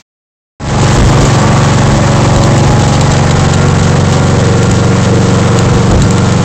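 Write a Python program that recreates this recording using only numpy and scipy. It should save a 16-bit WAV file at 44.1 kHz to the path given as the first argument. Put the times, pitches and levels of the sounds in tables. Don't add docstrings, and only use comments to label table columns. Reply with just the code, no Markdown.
import sys
import numpy as np
from scipy import signal
from scipy.fft import rfft, irfft
from scipy.io import wavfile

SR = 44100
rng = np.random.default_rng(int(sys.argv[2]) if len(sys.argv) > 2 else 0)


def field_ratio(decibels):
    return 10 ** (np.asarray(decibels, dtype=float) / 20)


def wav_out(sig):
    wavfile.write(sys.argv[1], SR, np.round(np.clip(np.atleast_2d(sig).T, -1, 1) * 32767).astype(np.int16))


N = 284004
T = np.arange(N) / SR


def rms_one(x):
    return x / np.sqrt(np.mean(x ** 2) + 1e-20)


def in_time(rows):
    s, *columns = np.transpose(rows)
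    return [np.interp(T, s, column) for column in columns]


def drift(rate):
    r = np.exp(-40 * np.pi * rate / SR)
    white = rng.standard_normal(N // 20 + 4002)
    slow = signal.lfilter([1], [1, -2 * r, r * r], white)[4000:]
    return np.interp(np.arange(N) / 20, np.arange(len(slow)), rms_one(slow - slow.mean()))


def resonance(x, hz, width_hz):
    r = np.exp(-np.pi * width_hz / SR)
    zeros = np.array([1, 0, -1]) * (1 - r * r) / 2
    poles = [1, -2 * r * np.cos(2 * np.pi * hz / SR), r * r]
    return signal.lfilter(zeros, poles, x)


def band(x, low_hz, high_hz):
    return signal.sosfilt(signal.butter(2, [low_hz, high_hz], "band", fs=SR, output="sos"), x)


def coloured(x, spectrum):
    hz, db = np.transpose(spectrum)
    bins = np.fft.rfftfreq(N, 1 / SR) + 1
    gain = field_ratio(np.interp(np.log(bins), np.log(hz), db, left=-60))
    return rms_one(irfft(rfft(x) * gain, N))


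# time in seconds, level in dB.
SCRAP_LEVEL = [(0, -39), (.012, -46), (.02, -56), (.0255, -79), (.027, -140)]
# frequency in Hz, density in dB per Hz.
SCRAP_SPECTRUM = [(100, 5), (400, -4), (1000, -3), (5000, -5), (7500, -6), (9000, -27)]


def earlier_scene():
    noise = coloured(rng.standard_normal(N), SCRAP_SPECTRUM)
    return field_ratio(in_time(SCRAP_LEVEL)[0]) * noise * (T < .027)


# time in seconds, firings per second.
FIRING_RATE = [(0.6, 23.243), (1.087, 23.228), (1.573, 23.206), (2.06, 23.285), (2.547, 23.255),
               (3.033, 23.203), (3.52, 23.198), (4.007, 23.388), (4.493, 23.225), (4.98, 23.266),
               (5.467, 23.215), (5.953, 23.195), (6.44, 23.261)]


def engine_cycles():
    return np.cumsum(in_time(FIRING_RATE)[0]) / SR


# time in seconds, distance to the engine in metres.
DISTANCE = [
    (0.85, 1.29),
    (1.7, 1.67),
    (2.5, 1.97),
    (3.3, 2.08),
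    (4.2, 2.44),
    (5.0, 2.65),
    (5.5, 2.34),
    (6.44, 3.04),
]


def spreading_loss():
    return 20 * np.log10(in_time(DISTANCE)[0])


STATION_TIMES = [
    2.5,
    3.75,
    4.8,
]
# multiple of the firing rate, level in dB.
EXHAUST_BESIDE = [(1, -20.0), (2, -10.0), (3, -11.0), (4, -5.0), (5, 0.0), (6, 1.0), (7, -7.0), (8, -12.0),
                  (9, -4.0), (10, -6.0), (11, -16.0), (12, -11.0), (13, -21.0), (14, -6.0), (15, -10.0),
                  (16, -22.0), (17, -14.0), (18, -33.0), (19, -26.0), (20, -16.0), (21, -12.0), (22, -15.0)]
EXHAUST_CORNER = [(1, -17.0), (2, -16.0), (3, -6.0), (4, 1.0), (5, -5.0), (6, 2.0), (7, -1.0), (8, -5.0),
                  (9, -5.0), (10, -32.0), (11, -7.0), (12, -21.0), (13, -24.0), (14, -13.0), (15, -18.0),
                  (16, -8.0), (17, -27.0), (18, -21.0), (19, -18.0), (20, -4.0), (21, -9.0), (22, -18.0)]
EXHAUST_BEHIND = [(1, -15.0), (2, -13.0), (3, -20.0), (4, -3.0), (5, 0.0), (6, -5.0), (7, -6.0), (8, -2.0),
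                  (9, -7.0), (10, -12.0), (11, -11.0), (12, -24.0), (13, -10.0), (14, -16.0), (15, -8.0),
                  (16, -11.0), (17, -28.0), (18, -23.0), (19, -13.0), (20, 0.0), (21, -12.0), (22, -14.0)]
EXHAUST_ECHOES = [
    (.799, .29, -.9, .44, .2),
    (.788, .334, -.9, .66, -.05),
    (.794, .299, -.79, .762, -.575),
]


def exhaust(cycles, level_db, uneven_db, scatter, muffled_db):
    out = 0
    chance = rng.uniform(-1.27, 1, len(EXHAUST_BESIDE))
    cycles = cycles + 0.0015 * drift(9)
    wavering = [field_ratio(uneven_db * drift(4.9)) for k in range(5)]
    fires_at, pipe_after, pipe, wall_after, wall = np.transpose(EXHAUST_ECHOES)
    for k, *stations in zip(np.arange(1, 99), EXHAUST_BESIDE, EXHAUST_CORNER, EXHAUST_BEHIND):
        upper = k > 9
        turn = -2j * np.pi * k
        echoes = 1 + pipe * np.exp(turn * pipe_after) + wall * np.exp(turn * wall_after)
        smear = scatter * np.pi * chance[k - 1] * upper
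        size = field_ratio(np.array(stations)[:, 1] + muffled_db * upper * (2.5 - k % 2))
        lead = np.unwrap(np.angle(echoes * np.exp(turn * fires_at))) + smear
        wave = np.cos(2 * np.pi * k * cycles + np.interp(T, STATION_TIMES, lead))
        swell = wavering[k % 5] ** (1 + 2.4 * upper)
        out = out - swell * np.interp(T, STATION_TIMES, size) * wave
    return field_ratio(level_db) * rms_one(out)


# time in seconds, opening toward the listener in dB.
FAN_OPENING = [
    (0.85, -17),
    (1.3, -2.5),
    (2.4, 3.5),
    (2.9, -10),
    (3.7, -14),
    (4.1, -3.5),
    (5.3, -1.5),
    (5.7, -15),
    (6.44, -9),
]


def fan(cycles):
    open_db, = in_time(FAN_OPENING)
    cycles = cycles + 0.0042 * drift(3.5)
    blade_db = -19 + open_db + 1.5 * drift(6.2)
    octave_db = -17.5 - 2.5 * T + 0.23 * open_db + 1.6 * drift(19)
    blade = field_ratio(blade_db) * np.sin(2 * np.pi * 24 * cycles)
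    octave = field_ratio(octave_db) * np.sin(2 * np.pi * 48 * cycles)
    return blade + octave


# frequency in Hz, width in Hz, level in dB.
CASING_MODES = [(378, 14, -23), (470, 18, 9), (710, 70, -8), (856, 61, -7), (1020, 140, -14),
                (1355, 44, -4.5), (1809, 55, 2)]
# frequency in Hz, density in dB per Hz.
ROAR_SPECTRUM = [(60, -25), (130, -10), (250, -9.5), (420, -15.5), (600, -12.5), (700, -14), (1130, -18.5),
                 (1400, -19.5), (1900, -20.5), (2500, -26.5), (3400, -38)]


def casing(cycles, level_db, roar_db, knock_db):
    blows = np.zeros(N)
    for angle, blow_db in [(.71, 5.0), (.12, 0), (0.4, -7.0), (0.85, -8)]:
        turns = np.floor(cycles - angle + .003 * drift(20))
        at = np.flatnonzero(np.diff(turns) > 0)
        blows[at] += field_ratio(blow_db + 1.1 * rng.standard_normal(len(at)))
    rings = np.zeros(N)
    for k, (hz, width_hz, db) in enumerate(CASING_MODES):
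        rings += field_ratio(db) * resonance(blows, hz, width_hz) * (-1) ** k
    roar = coloured(rng.standard_normal(N), ROAR_SPECTRUM) * field_ratio(0.92 * drift(30))
    return field_ratio(level_db) * (field_ratio(knock_db) * rms_one(rings) + field_ratio(roar_db) * roar)


# multiple of the firing rate, level in dB.
HUM_SIDE = [(23, -13.5), (25, -15), (27, -19.5), (28, -16), (29, -17), (31, -20), (32, -18), (33, -18),
            (35, -12.5), (36, -9), (37, -33), (38, -14.5), (40, -15), (41, -20), (42, -18), (43, -16),
            (44, -12.5), (46, -22), (50, -12), (51, -21), (55, -18), (58, -25)]
HUM_BEHIND = [(23, -12.5), (25, -21), (27, -14), (28, -40), (29, -19.5), (31, -19.5), (33, -13.5),
              (34, -23), (36, -14), (38, -25), (39, -17.5), (40, -19.5), (43, -18), (44, -16.5), (46, -16),
              (47, -18.5), (49, -17), (50, -17), (51, -20), (55, -17), (58, -15.5), (60, -12)]


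def hum(cycles, multiples, uneven_db):
    out, angle = 0, np.linspace(0, 1, 2049)
    for part in range(6):
        shudder = np.zeros(len(angle))
        for k, db in multiples[part::6]:
            if k % 24:
                shudder += field_ratio(db) * np.sin(2 * np.pi * (k * angle + rng.random()))
        swell = field_ratio(uneven_db * drift(1.34))
        out = out + swell * np.interp((cycles + 0.00059 * drift(5.1)) % 1, angle, shudder)
    return rms_one(out)


def shudder_heard(cycles):
    rear = np.interp(T, STATION_TIMES[:2], [0, np.pi / 2])
    side_hum = hum(cycles, HUM_SIDE, uneven_db=3.5)
    rear_hum = hum(cycles, HUM_BEHIND, uneven_db=3.0)
    return np.cos(rear) * side_hum + np.sin(rear) * rear_hum


# frequency in Hz, density in dB per Hz.
CLATTER_SPECTRUM = [(900, -10), (2000, -13.5), (3000, 0), (4500, -2.5), (5800, -3.5), (7300, -0.5),
                    (9000, -2)]


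def clatter(level_db, per_s, spread_db):
    excess = np.minimum(rng.exponential(1, N), 5)
    sizes = field_ratio(spread_db * excess) * rng.choice([-1, 1], N)
    ticks = sizes * (rng.random(N) < per_s / SR)
    clumps_db = 0.37 * drift(44) + 1.4 * drift(20)
    return field_ratio(level_db + clumps_db) * coloured(ticks, CLATTER_SPECTRUM)


# time in seconds, half length in seconds, rumble in dB.
GUSTS = [(0.653, 0.12, -12), (1.042, 0.072, -1.5), (1.214, 0.028, 1.5), (1.49, 0.065, -22),
         (1.942, 0.059, -14), (2.19, .04, -21), (2.368, 0.039, -13), (2.48, 0.027, -21), (2.72, 0.047, -13),
         (2.896, 0.058, -21), (3.13, 0.051, -22), (3.42, 0.084, -22), (3.79, 0.031, -20),
         (4.264, 0.046, -24), (4.377, .04, -16), (4.734, 0.06, -19), (5.3, 0.045, -25),
         (5.71, 0.059, -10.5), (5.936, 0.034, -11.5), (6.392, 0.034, -30)]
# time in seconds, half length in seconds, level in dB, top in Hz.
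PORT_BUFFETS = [
    (0.835, 0.014, -6, 413),
    (1.25, 0.032, -12, 380),
    (5.929, .035, -5.5, 415),
    (6.014, 0.066, -3, 142),
]


def wind():
    push = field_ratio(-27.5 - 1 * T)
    for s, half_s, db in GUSTS:
        push = push + field_ratio(db) * np.exp(-((T - s) / half_s) ** 2)
    white = rng.standard_normal((3, N))
    low = rms_one(band(white[0], 30, 75))
    high = rms_one(band(white[1], 75, 400))
    out = push * field_ratio(1.5 * drift(13)) * (low + field_ratio(-8) * high)
    for s, half_s, db, top_hz in PORT_BUFFETS:
        puff = rms_one(band(white[2], 60, top_hz))
        out = out + field_ratio(db) * np.exp(-((T - s) / half_s) ** 2) * puff
    return out


# time in seconds, peak in dB, loudest ring in Hz.
PANEL_KNOCKS = [(0.8175, -8, 3140), (1.171, -16, 3090), (1.2517, -8, 7200), (1.7364, -15, 2790),
                (2.0228, -16, 5180), (2.3615, -9, 2870), (2.4363, -6, 3770), (2.579, -8, 2990),
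                (2.7965, -10, 7280), (2.878, -10, 6920), (2.9548, -5, 3000), (3.011, -3.5, 3900),
                (3.1163, -9.5, 7650), (3.1672, -10, 3800), (3.2705, -13, 2820), (3.3088, -4.5, 3870),
                (3.3952, -12, 3010), (3.5366, -7, 7810), (3.684, -10, 3810), (3.7938, -13, 6350),
                (3.8307, -11, 3850), (4.1237, -6.5, 3870), (4.63, -7, 7280), (4.7137, -7.5, 7250),
                (5.5884, -5, 3970), (5.913, -7.5, 7380), (6.0195, -7, 6990), (6.1073, -4, 6820),
                (6.1815, -7, 3320), (6.3222, -6.5, 6290)]
# frequency in Hz, level in dB, decay by 60 dB in seconds.
PANEL_MODES = [(2250, -14, 0.0055), (2905, -5, 0.067), (3925, -4.5, 0.028), (5130, -21.5, 0.008),
               (6870, -3.5, 0.036), (7380, -4.5, .012)]


def panels(gain_db, crack_db, chatter_s):
    noise, out = rng.standard_normal(N), np.zeros(N)
    s, peak_db, pitch_hz = np.transpose(PANEL_KNOCKS)
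    at = np.round(s * SR).astype(int)
    fall = np.exp(-1 / (chatter_s * SR))
    for hz, db, t60 in PANEL_MODES:
        hits = np.full(N, 1e-18)
        hits[at] = field_ratio(peak_db + db - 2.5 * np.abs(np.log2(hz / pitch_hz)))
        burst = noise * signal.lfilter([1], [1, -fall], hits)
        ring = resonance(burst, hz, np.log(1000) / np.pi / t60)
        crack = resonance(burst, hz, 1460)
        out += ring + field_ratio(crack_db) * crack
    return field_ratio(gain_db) * out


def scene():
    cycles, loss_db = engine_cycles(), spreading_loss()
    exhaust_db = -6 - 0.25 * loss_db
    casing_db = -7.5 - 0.89 * loss_db
    clatter_db = -15.5 - 0.9 * loss_db
    engine = exhaust(cycles, exhaust_db + 3.0, uneven_db=0.97, scatter=0.73, muffled_db=-4)
    engine = engine + fan(cycles)
    engine = engine + casing(cycles, casing_db, roar_db=-1.5, knock_db=-16.5)
    engine = engine + field_ratio(casing_db - 6.5) * shudder_heard(cycles)
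    metal = clatter(clatter_db + 4.5, per_s=9000, spread_db=2.5)
    metal = metal + panels(gain_db=12, crack_db=-10.5, chatter_s=0.0045)
    return (engine + metal + wind())[None]


def microphone(dry):
    flat = np.clip(dry - .004, -.69, .69)
    return signal.sosfiltfilt(signal.butter(14, 8124, fs=SR, output="sos"), flat)


# time in seconds, gain as a factor.
TRACK_GAIN = [
    (0, 0),
    (.5985, 0),
    (.5995, .16),
    (.845, 1.03),
    (6.5, 1.03),
]


def faded(x):
    return np.clip(x * in_time(TRACK_GAIN)[0], -.707, .707)


def band_limit(x):
    return signal.sosfilt(signal.butter(12, 16370, fs=SR, output="sos"), x)


def record(dry):
    track = faded(microphone(dry)) + earlier_scene()
    track = signal.sosfiltfilt(signal.ellip(12, .02, 45, 15760, fs=SR, output="sos"), track)
    return band_limit(track)


dry = scene()
out = record(dry)
wav_out(out)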